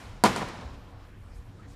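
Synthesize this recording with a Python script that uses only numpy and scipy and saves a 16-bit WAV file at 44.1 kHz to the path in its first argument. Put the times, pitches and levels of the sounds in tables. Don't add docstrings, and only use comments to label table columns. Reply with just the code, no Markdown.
import sys
import numpy as np
from scipy import signal
from scipy.io import wavfile

SR = 44100
rng = np.random.default_rng(int(sys.argv[2]) if len(sys.argv) > 2 else 0)


def unload_wav(signal):
    wavfile.write(
        sys.argv[1],
        SR,
        np.round(np.clip(np.atleast_2d(signal).T, -1, 1) * 32767).astype(np.int16),
    )


N = 77175

# frequency in Hz, relative density in dB per Hz.
HALL_COLOUR = [(35, -42), (60, -12), (91, -12.5), (183, 0.5), (359, -8.5), (453, -5.5), (720, -6),
               (908, -4), (1200, -8), (1740, -10.5), (4310, -20), (8640, -27.5), (12800, -38), (15400, -48)]
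# frequency in Hz, t60 in seconds.
HALL_T60_S = [(80, 0.91), (250, 1.25), (700, 1.29), (2000, 1.16), (5000, 1.244), (9000, 0.9), (14000, .45)]
# start in seconds, level at 1 kHz in dB, tilt in dB per octave,
# hold in seconds, t60 after the hold in seconds.
ECHO_CLUSTERS = [(0.2428, -20, 0.15, 0.018, 0.14), (0.361, -32.5, 0, .015, 0.2),
                 (0.411, -33.5, -2.66, 0.018, 0.031), (0.473, -46, -0.5, 0.026, .03),
                 (0.567, -48.5, -3.5, 0.018, 0.13), (.6100, -45.5, -3, 0.024, .04),
                 (0.73, -55, -0.5, 0.017, .1)]
TAIL_START_S, TAIL_DB = 0.2412, -28
EARLIER_DB, EARLIER_TILT_DB_PER_OCT = -46.5, 0.6
# frequency in Hz, relative density in dB per Hz.
AIR_COLOUR = [(15, -31), (25, -4.5), (104, -6), (147, -21), (198, -10.5), (239, -24.5), (281, -15),
              (330, -27.5), (469, -29.5), (824, -29.5), (1610, -34.5), (15400, -59.5)]
AIR_DB, AIR_PATCHY_DB, AIR_PATCHY_HZ = -46.5, 2.28, 6
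# time in seconds, level in dB (only departures from the mean count).
RUMBLE_SWELL = [(0.0, -54), (0.116, -46), (0.184, -62.5), (0.442, -46.5), (0.472, -59), (0.686, -43),
                (0.73, -54), (1.106, -55), (1.296, -45), (1.51, -56.5), (1.734, -49), (1.75, -43)]
RUMBLE_TOP_HZ = 85
# centre in Hz, width in Hz, level in dB.
HUM_LINES = [(99.9, 5.2, -56), (278.15, 4.64, -64), (479, 3.8, -70)]
# start in seconds, length in seconds, level in dB, centre in Hz,
# width in octaves.
RUSTLE_PUFFS = [(.052, .012, -60, 4000, 0.26), (0.875, 0.2, -59.5, 930, 1.07), (1.342, 0.054, -68, 7850, 1),
                (1.584, 0.036, -57, 1320, 0.13), (1.616, 0.054, -60, 1740, 0.7),
                (1.607, 0.047, -54.5, 167, 0.5), (1.672, 0.076, -65, 6030, 1.1)]
# frequency in Hz, relative level in dB, t60 in seconds.
GLOVE_MODES = [(209, -16.5, 0.032), (380.5, -13.5, 0.034), (635, -15.5, 0.015), (769, -12, .025),
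               (974.4, -12, 0.041), (1454, -16, .025), (2010, -19.5, 0.018), (4500, -12.5, 0.0069),
               (8600, -12, 0.0046)]
CRACK_DB, CRACK_S, CRACK_LOW_HZ = -17, 0.0026, 2880
CONTACT_HZ, THIN_HZ = 1840, 118
# time in seconds, gain in dB, low-pass in Hz, high-pass in Hz.
SLAP_ARRIVALS = [(0.2381, -0.5, 15300, 80.7), (.2422, -0.5, 1560, 80), (.2475, -12.5, 3500, 150),
                 (0.252, -6, 4000, 280), (.2580, -7.5, 4000, 280), (.2610, -10, 3000, 300),
                 (0.3618, -15.5, 10000, 350), (.3660, -14.5, 1510, 350), (.4120, -18, 2000, 201),
                 (0.418, -18, 2500, 200), (.4270, -17, 1500, 200), (.4865, -30, 13900, 500),
                 (0.612, -35.5, 8000, 295)]
BAND_EDGES_HZ = 22 * 2 ** np.arange(0, 9.7, .4)
CUTOFF_HZ = 15900


def amp(db):
    return 10 ** (np.asarray(db) / 20)


def rms_one(x):
    return x / np.sqrt(np.mean(x ** 2) + 1e-20)


def at_hz(points, hz):
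    points_hz, values = np.array(points).T
    return np.interp(np.log(hz), np.log(points_hz), values)


def band(x, low_hz, high_hz):
    sos = signal.butter(2, [low_hz, min(high_hz, .45 * SR)], "band", fs=SR, output="sos")
    return signal.sosfilt(sos, x)


def drift(rate_hz):
    pole = np.exp(-2 * np.pi * rate_hz * 40 / SR)
    noise = rng.standard_normal(N // 40 + 2002)
    slow = signal.lfilter([1], [1, -2 * pole, pole * pole], noise)[2000:]
    return np.interp(np.arange(N) / 40, np.arange(len(slow)), rms_one(slow))


def dying(start_s, t60_s, hold_s=0):
    t = np.arange(N) / SR - start_s
    return (t >= 0) * amp(-60 * np.maximum(t - hold_s, 0) / t60_s)


def coloured(spectrum, envelope):
    white = rng.standard_normal((2, N))
    centres_hz = np.sqrt(BAND_EDGES_HZ[1:] * BAND_EDGES_HZ[:-1])
    gains = amp(at_hz(spectrum, centres_hz))
    gains = gains / np.sqrt(np.sum(gains ** 2 * np.diff(BAND_EDGES_HZ)) / (SR / 2))
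    out = np.zeros(N)
    for k, (hz, gain) in enumerate(zip(centres_hz, gains)):
        shaped = white[k % 2] * envelope(hz) + 1e-18
        out += gain * band(shaped, BAND_EDGES_HZ[k], BAND_EDGES_HZ[k + 1])
    return out


def reverberation():
    def envelope(hz):
        octaves, t60_s = np.log2(hz / 1000), at_hz(HALL_T60_S, hz)
        earlier = amp(EARLIER_DB + EARLIER_TILT_DB_PER_OCT * octaves) * dying(0, t60_s)
        tail = amp(TAIL_DB) * dying(TAIL_START_S, t60_s)
        power = earlier ** 2 + tail ** 2
        for start_s, db, tilt_db, hold_s, cluster_t60_s in ECHO_CLUSTERS:
            cluster = amp(db + tilt_db * octaves) * dying(start_s, cluster_t60_s, hold_s)
            power = power + cluster ** 2
        return np.sqrt(power)
    return coloured(HALL_COLOUR, envelope)


def ventilation():
    time_s, db = np.transpose(RUMBLE_SWELL)
    swell_db = np.interp(np.arange(N) / SR, time_s, db - db.mean())

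    def envelope(hz):
        return amp(swell_db * (hz < RUMBLE_TOP_HZ) + AIR_PATCHY_DB * drift(AIR_PATCHY_HZ))
    return amp(AIR_DB) * coloured(AIR_COLOUR, envelope)


def hum():
    out = np.zeros(N)
    for hz, width_hz, db in HUM_LINES:
        noise = rng.standard_normal(N + SR)
        line = band(noise, hz - width_hz / 2, hz + width_hz / 2)[SR:]
        out += amp(db) * rms_one(line)
    return out


def rustles():
    out, t = np.zeros(N), np.arange(N) / SR
    for start_s, length_s, db, hz, octaves in RUSTLE_PUFFS:
        arch = np.sin(np.pi * np.clip((t - start_s) / length_s, 0, 1))
        shape = np.sqrt(arch.clip(0))
        half_width = 2 ** (octaves / 2)
        noise = band(rng.standard_normal(N), hz / half_width, hz * half_width)
        out += amp(db) * shape * rms_one(noise)
    return out


def slap():
    t = np.arange(SR // 8) / SR
    modes = [amp(db - 60 * t / t60_s) * np.sin(2 * np.pi * hz * t) for hz, db, t60_s in GLOVE_MODES]
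    contact = signal.butter(2, CONTACT_HZ, fs=SR, output="sos")
    pop = signal.sosfilt(contact, sum(modes[:-2])) - sum(modes[-2:])
    burst = rng.standard_normal(len(t)) * (t < CRACK_S)
    crack = band(band(burst, CRACK_LOW_HZ, 11500), 1650, 13000)
    blow = pop + amp(CRACK_DB) * crack
    return signal.sosfilt(signal.butter(2, THIN_HZ, "high", fs=SR, output="sos"), blow)


def direct():
    out, blow = np.zeros(N), slap()
    for time_s, db, dull_hz, thin_hz in SLAP_ARRIVALS:
        i = int(time_s * SR)
        out[i:i + len(blow)] += amp(db) * band(blow, thin_hz, dull_hz)
    return out


def scene():
    return (reverberation() + ventilation() + hum() + rustles() + direct())[None]


def record(dry):
    return signal.sosfilt(signal.cheby2(12, 60, CUTOFF_HZ, fs=SR, output="sos"), dry)


dry = scene()
out = record(dry)
unload_wav(out)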